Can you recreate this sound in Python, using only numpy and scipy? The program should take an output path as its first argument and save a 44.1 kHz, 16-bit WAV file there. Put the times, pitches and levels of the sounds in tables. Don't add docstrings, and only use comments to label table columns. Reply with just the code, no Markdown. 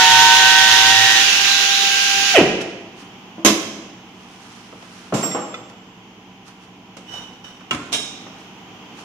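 import sys
import numpy as np
from scipy import signal
from scipy.fft import rfft, irfft, next_fast_len
from scipy.io import wavfile
from scipy.ndimage import map_coordinates

SR = 44100
rng = np.random.default_rng(int(sys.argv[2]) if len(sys.argv) > 2 else 0)


def dump_mix(stems):
    frames = np.atleast_2d(stems).T
    limited = np.clip(frames, -1, 1)
    pcm = np.round(limited * 32767).astype(np.int16)
    wavfile.write(sys.argv[1], SR, pcm)


N = 398660
TIME = np.arange(N) / SR

# t/s, f/Hz
MOTOR_PITCH = [(0, 754), (.2, 761.4), (.8, 768.2), (1.0, 776), (1.35, 790.7), (1.92, 790), (2.1, 791.3)]
# multiple of the vane frequency, level/dB re the fundamental
MOTOR_ORDERS = [(1 / 4, -28), (2 / 4, -22), (3, -13), (7 / 2, -14), (4, -11), (5, -14)]
# middle t/s, duration/s, jet shift/Hz, jet gain/dB, tone loss/dB
TOOL_TURNS = [(1.32, .18, -130, 5, 8), (1.51, .14, 1120, 6, 3), (1.76, .15, 1020, 5.5, .5)]
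# t/s, f/Hz, level/dB
CUTTER_WHINE = [(0.0, 925, -14.5), (0.114, 925, -19), (0.26, 928, -12.5), (0.448, 933, -21.5),
                (0.668, 937, -23), (1.25, 945, -35)]
# t/s, hold/s, level/dB, T60/s
CUTTER_PASSES = [(-.1, 1.213, -15, 1), (1.3, 0.28, -25, 0.38)]
# f/Hz, level/dB
CHIP_SPECTRUM = [(40, -44), (75, -45), (105, -7.5), (145, -31), (200, -20.5), (380, -15.5), (580, -19.5),
                 (900, -8), (1250, -9), (1800, -1.5), (2200, -4), (2700, -2), (3700, 2), (4400, -5.5),
                 (6500, -6.5), (8000, -20), (15500, -26)]
# f/Hz, level/dB
EXHAUST_SPECTRUM = [(40, -54), (100, -66), (150, -74), (195, -19), (290, -49), (380, -14), (580, -25),
                    (900, -18.5), (1350, -7), (2200, -2.5), (2600, 3), (3300, 0.5), (4000, -2),
                    (5000, -3.5), (5600, -2.5), (6700, -4.5), (8000, -22), (10500, -18.5), (13000, -26.5),
                    (15500, -20)]
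# f/Hz, level/dB
HOUSING_RESPONSE = [(30, -55), (90, -26), (130, 2), (195, 8), (265, -0.5), (350, 9), (550, 2), (700, 4),
                    (1000, -11), (1400, -4), (1900, -7), (2700, 4), (3500, -26), (6000, -22)]
# t/s, level/dB, upper cutoff f/Hz, T60/s
BENCH_IMPACTS = [(3.380, -30.5, 720, 0.26), (3.448, -7, 12000, 0.14), (3.459, -6.5, 9100, 0.15),
                 (3.473, -11, 7200, 0.29)]
# f/Hz, level/dB
BENCH_SPECTRUM = [(35, -58), (70, -39), (140, -18.5), (238, -11), (315, -3), (458, -18.5), (682, -9.5),
                  (882, -37), (968, -11), (1280, -20), (3270, -15.5), (4530, -21.5), (6430, -17),
                  (7940, -27), (14600, -26.5), (16000, -51)]
# f/Hz, level/dB, T60/s
BENCH_RESONANCES = [(336, -7, 0.71), (880, -9, 0.2), (1970, -11, 0.4), (2800, -8, 0.16), (3046, -16, 0.3),
                    (4910, -10, 0.75), (5060, 1.5, 0.32), (5561, -21, 0.57), (6024, -19, 0.45),
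                    (6393, 19, 0.26), (6000, -11, 0.41), (6750, -7, 0.33), (6900, 6, 0.33),
                    (7477, -16, 0.34)]
# t/s, level/dB, lower cutoff f/Hz, upper cutoff f/Hz, T60/s
STAND_IMPACTS = [(4.727, -33, 150, 1110, 0.066), (4.825, -33.5, 710, 2200, 0.044),
                 (5.124, -15, 90, 754, 0.31), (5.139, -25.5, 298, 9000, 0.76),
                 (5.229, -21, 140, 1900, 0.17), (5.347, -20, 300, 1190, 0.18),
                 (5.364, -26, 450, 1150, 0.37), (5.542, -34.5, 1212, 3780, 0.11),
                 (6.968, -35, 200, 6660, 0.11), (7.608, -37.5, 795, 2000, .05),
                 (8.265, -37.5, 596, 1400, 0.12), (8.985, -45, 300, 3100, 0.29)]
# f/Hz, level/dB
STAND_SPECTRUM = [(60, -26), (150, 0), (300, -6), (550, -3.5), (850, -7.5), (1300, -5.5), (1700, -13),
                  (2900, -9.5), (4200, -16.5), (6800, -10.5), (9000, -18), (15000, -28)]
# f/Hz, level/dB, T60/s
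STAND_RESONANCES = [(175, -31, 0.27), (287.4, 17.5, 0.15), (324, 7, 0.45), (525, -15, 0.23), (650, -11, .2),
                    (840, -18, .14), (1030, -24, 0.16), (1364, 3, 0.3), (2320, -22, .2), (2830, -9, .12)]
# t/s, level/dB
LEVER_PINGS = [(5.138, -32), (5.226, -20)]
# f/Hz, level/dB, T60/s
LEVER_RESONANCES = [(5481, -7, 0.58), (5489, -20, 0.55), (7432, 3.5, 0.48), (7442, -8, 0.77),
                    (8550, -21, 0.45), (12280, -16, 0.22), (14660, -12, 0.26), (14600, -14, 0.24)]
# t/s, level/dB
HANDLE_TICKS = [(5.313, -25), (5.541, -22.5)]
# f/Hz, level/dB, T60/s
HANDLE_RESONANCES = [(1318, 5.5, 0.04), (2020, -1, 0.084), (2480, -3, 0.063), (3520, -0.5, 0.071)]
# t/s, level/dB, T60/s
HEAD_IMPACTS = [(7.709, -15.5, 0.068), (7.729, -23, 0.13), (7.747, -21, 0.047)]
# f/Hz, level/dB
HEAD_SPECTRUM = [(29, -48), (75, -24), (105, -2.5), (190, -5.5), (272, 0), (439, -14), (570, -11.5),
                 (816, -13), (1310, -7), (1840, -13), (2820, -11), (4660, -22.5), (6660, -22.5),
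                 (11000, -35), (15000, -52)]
# f/Hz, level/dB, T60/s
HEAD_RESONANCES = [(88, -22, 0.23), (290, -1, 0.17), (1035, -6, 0.25), (1294, -4.5, 0.28),
                   (2280, -3.5, 0.15), (2860, 10, 0.062), (3290, 1, 0.087)]
# t/s, level/dB
PLATE_CLINKS = [(7.921, -28.5), (7.927, -18), (7.936, -24), (7.947, -22.5)]
# f/Hz, level/dB
PLATE_SPECTRUM = [(60, -23), (150, -7), (650, -9.5), (1900, -15), (2220, -6), (3500, -5.5), (3770, 1.5),
                  (4320, -12.5), (5570, -5), (9080, -20), (10600, -18), (15000, -51)]
# f/Hz, level/dB, T60/s
PLATE_RESONANCES = [(1650, -6.5, 0.55), (2150, -7, 0.28), (2800, 2, 0.5), (3200, 8, 0.44), (3698, -1, .8),
                    (3790, 6, 0.7), (5490, -3, 0.6), (5650, -6, 0.99), (6850, -5, 0.65), (8180, -1.5, 0.49),
                    (9044, -19, .25), (9889, -15, 0.35), (10100, -0.5, 0.36), (13580, -14, .3)]
# t/s, rise/s, hold/s, level/dB
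SLIDE_STROKES = [(7.063, 0.066, .04, -34.5), (7.439, 0.0068, 0.011, -38.5)]
# f/Hz, bandwidth/Hz, level/dB
SLIDE_RESONANCES = [(810, 930, -18.5), (1510, 160, -17), (2968, 8.5, 5.5), (3037, 18, -3), (3734, 32, -9.5),
                    (5720, 230, -17.5), (7030, 90, -26), (7780, 50, -32)]
# t/s, duration/s, level/dB
CLOTH_RUBS = [(2.603, 0.046, -29.5), (2.944, 0.2, -45.5), (4.0, 1.66, -47.5), (4.74, 0.84, -48.5),
              (5.685, 0.048, -48), (6.444, 0.13, -45), (6.59, .15, -53), (8.3, 0.35, -52),
              (8.936, .2, -44.5)]
# f/Hz, level/dB
FRICTION_SPECTRUM = [(300, -14), (1200, 17.5), (3000, 10.5), (6000, 10), (8000, 0.5), (11000, -1.5),
                     (15000, -27)]
# f/Hz, level/dB, T60/s
TANK_RESONANCES = [(49.3, -22.5, 1), (66.5, -20, 1.1), (112.4, -1.5, 0.4), (185.2, 6, 0.38),
                   (238, -4.5, 0.39), (255, -17, 0.47), (303.4, -15.5, 0.42), (453, -12, 0.63),
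                   (640, -13, .4), (730, -22.5, 0.24), (790, -9.5, 0.54), (1010, -7, 0.44), (980, -5, 0.35)]
# f/Hz, level/dB
VENT_SPECTRUM = [(20, -32), (70, -17), (115, -5), (280, 2), (420, -5.5), (580, -13), (780, -4), (1050, -8),
                 (1700, -14.5), (3100, -7), (4000, -23), (6500, -20.5), (8300, -40.5), (15500, -37.5)]
# t/s, level/dB
VENT_LEVEL = [(3, -42), (4.2, -44), (6.9, -45.5), (8.3, -41)]
# f/Hz, T60/s
ROOM_T60 = [(100, 0.77), (300, 1), (800, 0.9), (2500, 1), (6000, 0.9), (10000, 0.65), (16000, 0.45)]
# f/Hz, coherence (0-1)
COHERENCE = [(30, 0.75), (120, 1), (500, 0.93), (1000, 0.54), (2000, 0.00089), (4000, 0.018),
             (16000, 0.094)]
# f/Hz, left minus right level/dB
BALANCE = [(100, -0.5), (500, 0), (1000, -0.5), (2000, -3.5), (4000, -5), (8000, -9.5), (14000, 0.5)]

FREE_HZ, FULL_LOAD_SAG_HZ = 795, 32
SHUTOFF_S = 2.334


def motor():
    waver_db = 3 * (1 - load()) * wander(6)
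    _, _, turn_loss_db = turning()
    siren_db = -29 + 6 * load() - turn_loss_db + .5 * waver_db
    octave_db = -33 + 14.5 * load() - waver_db
    partials = [(1, siren_db), (2, octave_db)] + [(k, siren_db + db) for k, db in MOTOR_ORDERS]
    valve = np.clip(1 - (TIME - SHUTOFF_S) / .015, 0, 1)
    tone = whine(curves(MOTOR_PITCH)[0], partials, flutter=0.0021, spread_rad=0.41)
    return room(valve * tone, wet_db=-12.5)


def load():
    return np.clip((FREE_HZ - curves(MOTOR_PITCH)[0]) / FULL_LOAD_SAG_HZ, 0, 1)


def turning():
    return sum(np.outer(change, np.exp(-(2 * (TIME - s) / length) ** 4))
               for s, length, *change in TOOL_TURNS)


def cutter():
    hz, whine_db = curves(CUTTER_WHINE)
    octave_db = -19.5 - 3.5 * load()
    harmonics = [(1, whine_db + .5), (2, octave_db)]
    sidebands = [(9 / 8, whine_db - 19), (15 / 8, octave_db - 7), (17 / 8, octave_db - 15)]
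    buzz = [(k / 8, -33 + 2 * wander(3.9)) for k in range(23, 34)]
    contact = np.clip((1.26 - TIME) / .08, 0, 1)
    chatter = band(2 * hz, width_hz=88) * amp(octave_db - 9)
    tone = whine(hz, harmonics + sidebands + buzz, flutter=0.0018, spread_rad=0.37)
    return room(contact * (tone + chatter), wet_db=-17)


def chips():
    spindle_phase = phase_of(curves(MOTOR_PITCH)[0]) / 7
    bites = unit((1 + 0.18 * np.cos(spindle_phase)) * amp(wander(500)))
    rasp = amp(-8.5) * band(3380, width_hz=520) * load()
    contact = sum(amp(db) * swell(s, 0.071, hold, t60) for s, hold, db, t60 in CUTTER_PASSES)
    return (hiss(CHIP_SPECTRUM) + rasp) * bites * contact * amp(-2 + wander(24.74))


def exhaust():
    shift_hz, gain_db, _ = turning()
    jet = band(2871 + shift_hz, width_hz=430) * amp(-28.5 + gain_db)
    rush = hiss(EXHAUST_SPECTRUM) * amp(-19 + .5 * wander(27))
    puffs = unit(1 + 0.27 * np.cos(phase_of(curves(MOTOR_PITCH)[0])))
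    flow = decay(np.clip(TIME - SHUTOFF_S, 0, 1), t60=0.16)
    return flow * (rush + jet) * puffs


def rundown():
    half_speed_s = .051
    coasting = (TIME > SHUTOFF_S) & (TIME < SHUTOFF_S + 4 * half_speed_s)
    hz = FREE_HZ / (1 + ((TIME[coasting] - SHUTOFF_S) / half_speed_s) ** 2)
    phase = phase_of(hz) + .18 * wander(500)[coasting]
    out = np.zeros((2, N))
    for k in range(1, 25):
        gain = amp(read(HOUSING_RESPONSE, k * hz)) / np.sqrt(k)
        stereo_rad = np.outer([0, .0001], k * hz)
        out[:, coasting] += gain * np.sin(k * phase + rng.uniform(0, 2 * np.pi) + stereo_rad)
    rattle = np.exp(-((hz - 550) / 200) ** 2)
    puffs = band(2550, width_hz=420)[:, coasting] * (1 + 2.15 * np.cos(phase)) * rattle
    out[:, coasting] += amp(-4) * puffs + amp(-37) * hiss(HOUSING_RESPONSE)[:, coasting]
    envelope = amp(-12.5) * swell(SHUTOFF_S, rise=0.016, hold=0.048, t60=.16)
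    return room(out * envelope, wet_db=-6.5)


def bench():
    blows, top = np.zeros((2, 2, N))
    for s, db, high_hz, t60 in BENCH_IMPACTS:
        add(blows, s, amp(db) * clatter(BENCH_SPECTRUM, t60, high_hz=high_hz))
        modes = [(hz, level - 12 * hz / high_hz, ring_s) for hz, level, ring_s in BENCH_RESONANCES]
        add(top, s, amp(db - 7.5) * ring(modes))
    return room(blows, wet_db=-9.5) + top


def stand():
    out = np.zeros((2, N))
    for s, db, low_hz, high_hz, t60 in STAND_IMPACTS:
        add(out, s, amp(db) * clatter(STAND_SPECTRUM, t60, low_hz, high_hz))
        add(out, s, amp(db - 9.5) / (1 + low_hz / 400) * ring(STAND_RESONANCES))
    return room(out, wet_db=-6.0)


def lever():
    pings, ticks = np.zeros((2, 2, N))
    for s, db in LEVER_PINGS:
        add(pings, s, amp(db) * ring(LEVER_RESONANCES, spread=.3) * onset(TIME[:SR], rise=.016))
    for s, db in HANDLE_TICKS:
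        add(ticks, s, amp(db) * ring(HANDLE_RESONANCES))
    return room(pings, wet_db=-10.5) + room(ticks, wet_db=-12.0)


def plate():
    blows, rings = np.zeros((2, 2, N))
    for s, db, t60 in HEAD_IMPACTS:
        add(blows, s, amp(db) * clatter(HEAD_SPECTRUM, t60))
    add(rings, HEAD_IMPACTS[0][0], amp(-12.5) * ring(HEAD_RESONANCES))
    for s, db in PLATE_CLINKS:
        add(blows, s, amp(db) * clatter(PLATE_SPECTRUM, t60=0.16))
    twins = [(hz + rng.uniform(13.2, 48.0), db - 4, t60) for hz, db, t60 in PLATE_RESONANCES]
    add(rings, PLATE_CLINKS[1][0], amp(-21) * ring(PLATE_RESONANCES + twins))
    return room(blows, wet_db=-6) + rings


def slide():
    def response(hz):
        return np.sqrt(sum(amp(db) ** 2 / (1 + (2 * (hz - f) / width) ** 2)
                           for f, width, db in SLIDE_RESONANCES))

    def strokes(t60):
        return sum(amp(db) * swell(s, rise, hold, t60) for s, rise, hold, db in SLIDE_STROKES)

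    scrape = noise(response) * strokes(t60=0.51)
    grit = amp(-15) * hiss(FRICTION_SPECTRUM) * strokes(t60=0.7)
    return room((scrape + grit) * amp(2.0 * wander(120)), wet_db=-8.0)


def cloth():
    rubs = sum(amp(db) * swell(s, rise=0.32 * length, hold=0, t60=1.3 * length)
               for s, length, db in CLOTH_RUBS)
    return room(hiss(FRICTION_SPECTRUM) * rubs * amp(1.7 * wander(430)), wet_db=-9.0)


def compressor():
    period_s = 1 / 9.868
    stroke = ring(TANK_RESONANCES, spread=0.23) * onset(TIME[:SR], rise=0.013)
    throb = np.zeros((2, N))
    for s in np.arange(period_s - .018, N / SR, period_s):
        add(throb, s, stroke * amp(0.86 * rng.standard_normal()))
    return amp(-49) * unit(throb)


def ventilation():
    return hiss(VENT_SPECTRUM) * amp(curves(VENT_LEVEL)[0] + 0.7 * wander(2.92))


def room(x, wet_db):
    hz, t, bands = signal.stft(noise(np.ones_like, size=SR), SR, nperseg=256)
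    bands = bands * decay(t, read(ROOM_T60, hz)[:, None])
    tail = signal.istft(bands, SR, nperseg=256)[1][:, :SR]
    tail *= np.clip((TIME[:SR] - .003) / 0.0018, 0, 1)
    lead_in = np.pad(x.sum(0) / np.sqrt(2), (SR, 0), "reflect")
    wet = signal.fftconvolve(lead_in[None], tail / np.linalg.norm(tail[0]), axes=1)[:, SR:SR + N]
    return x + amp(wet_db) * wet


def whine(hz, partials, flutter, spread_rad):
    phase = phase_of(hz * (1 + flutter * wander(91.4))) + left_right(spread_rad)
    return np.sqrt(2) * sum(amp(db + 0.8 * wander(24.36)) * np.sin(k * phase) for k, db in partials)


def ring(modes, spread=1.0):
    t, out = TIME[:SR], np.zeros((2, SR))
    for hz, db, t60 in modes:
        lag = left_right(spread * rng.uniform(-1.57, 1) * min(hz / 1000, np.pi))
        envelope = amp(db) * onset(t, rise=0.0009 + 1 / hz) * decay(t, t60)
        out += envelope * np.sin(2 * np.pi * hz * t + lag)
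    return out / np.sqrt(sum(amp(db) ** 2 for _, db, _ in modes) / 2)


def clatter(spectrum, t60, low_hz=40, high_hz=20000):
    def colour(hz):
        return amp(read(spectrum, hz)) / np.sqrt((1 + (hz / high_hz) ** 4) * (1 + (low_hz / (hz + 1)) ** 4))

    t = TIME[:SR // 2]
    burst = noise(colour, size=len(t)) * decay(t, t60) * onset(t, rise=0.0004)
    return signal.sosfilt(signal.butter(4, 85, "high", fs=SR, output="sos"), burst)


def noise(colour, size=N):
    n = next_fast_len(size, True)
    hz = np.fft.rfftfreq(n, 1 / SR)
    left, independent = rfft(rng.standard_normal((2, n)))
    coherence = read(COHERENCE, hz)
    right = coherence * left + np.sqrt(1 - coherence ** 2) * independent
    return unit(irfft(np.array([left, right]) * colour(hz), n)[:, :size])


def hiss(spectrum):
    return noise(lambda hz: amp(read(spectrum, hz)))


def band(hz, width_hz):
    def baseband():
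        return noise(lambda f: 1 / (1 + (2 * f / width_hz) ** 4))[0]

    phase = phase_of(np.broadcast_to(hz, N))
    return np.array([baseband() * np.cos(phase) + baseband() * np.sin(phase) for _ in range(2)])


def wander(rate_hz):
    knots = rng.standard_normal(N // 10)
    coarse = map_coordinates(knots, [TIME[::16] * rate_hz], order=2, mode="wrap")
    return unit(np.interp(TIME, TIME[::16], coarse))


def swell(start, rise, hold, t60):
    t = TIME - start
    return np.clip(t / rise, 0, 1) * decay(np.maximum(t - rise - hold, 0), t60)


def onset(t, rise):
    return 1 - np.exp(-t / rise)


def decay(t, t60):
    return amp(np.maximum(-60 * t / t60, -200))


def phase_of(hz):
    return 2 * np.pi * np.cumsum(hz) / SR


def left_right(difference):
    return difference * np.array([[.5], [-.5]])


def amp(db):
    return 10 ** (np.asarray(db) / 20)


def unit(x):
    return x / np.sqrt(np.mean(x ** 2) + 1e-20)


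def read(points, hz):
    f, value = np.transpose(points)
    return np.interp(np.log(hz + 1), np.log(f), value)


def curves(rows):
    s, *columns = np.transpose(rows)
    return [np.interp(TIME, s, c) for c in columns]


def add(mix, s, sound):
    part = mix[:, max(round(s * SR), 0):][:, :sound.shape[1]]
    part += sound[:, :part.shape[1]]


def scene():
    tool = motor() + cutter() + room(chips() + exhaust(), wet_db=-3.0) + rundown()
    handling = bench() + stand() + lever() + plate() + slide() + cloth()
    n = next_fast_len(N + SR, True)
    balance_db = left_right(read(BALANCE, np.fft.rfftfreq(n, 1 / SR)))
    nearby = irfft(rfft(tool + handling, n) * amp(balance_db), n)[:, :N]
    background = (compressor() + ventilation()) * amp(left_right(-1.6))
    return nearby + background


def record(dry):
    low_pass = signal.firwin(511, 15700, window=("kaiser", 9), fs=SR)
    return signal.oaconvolve(np.clip(dry, -1, 1), low_pass[None], "same", axes=1)


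dry = scene()
out = record(dry)
dump_mix(out)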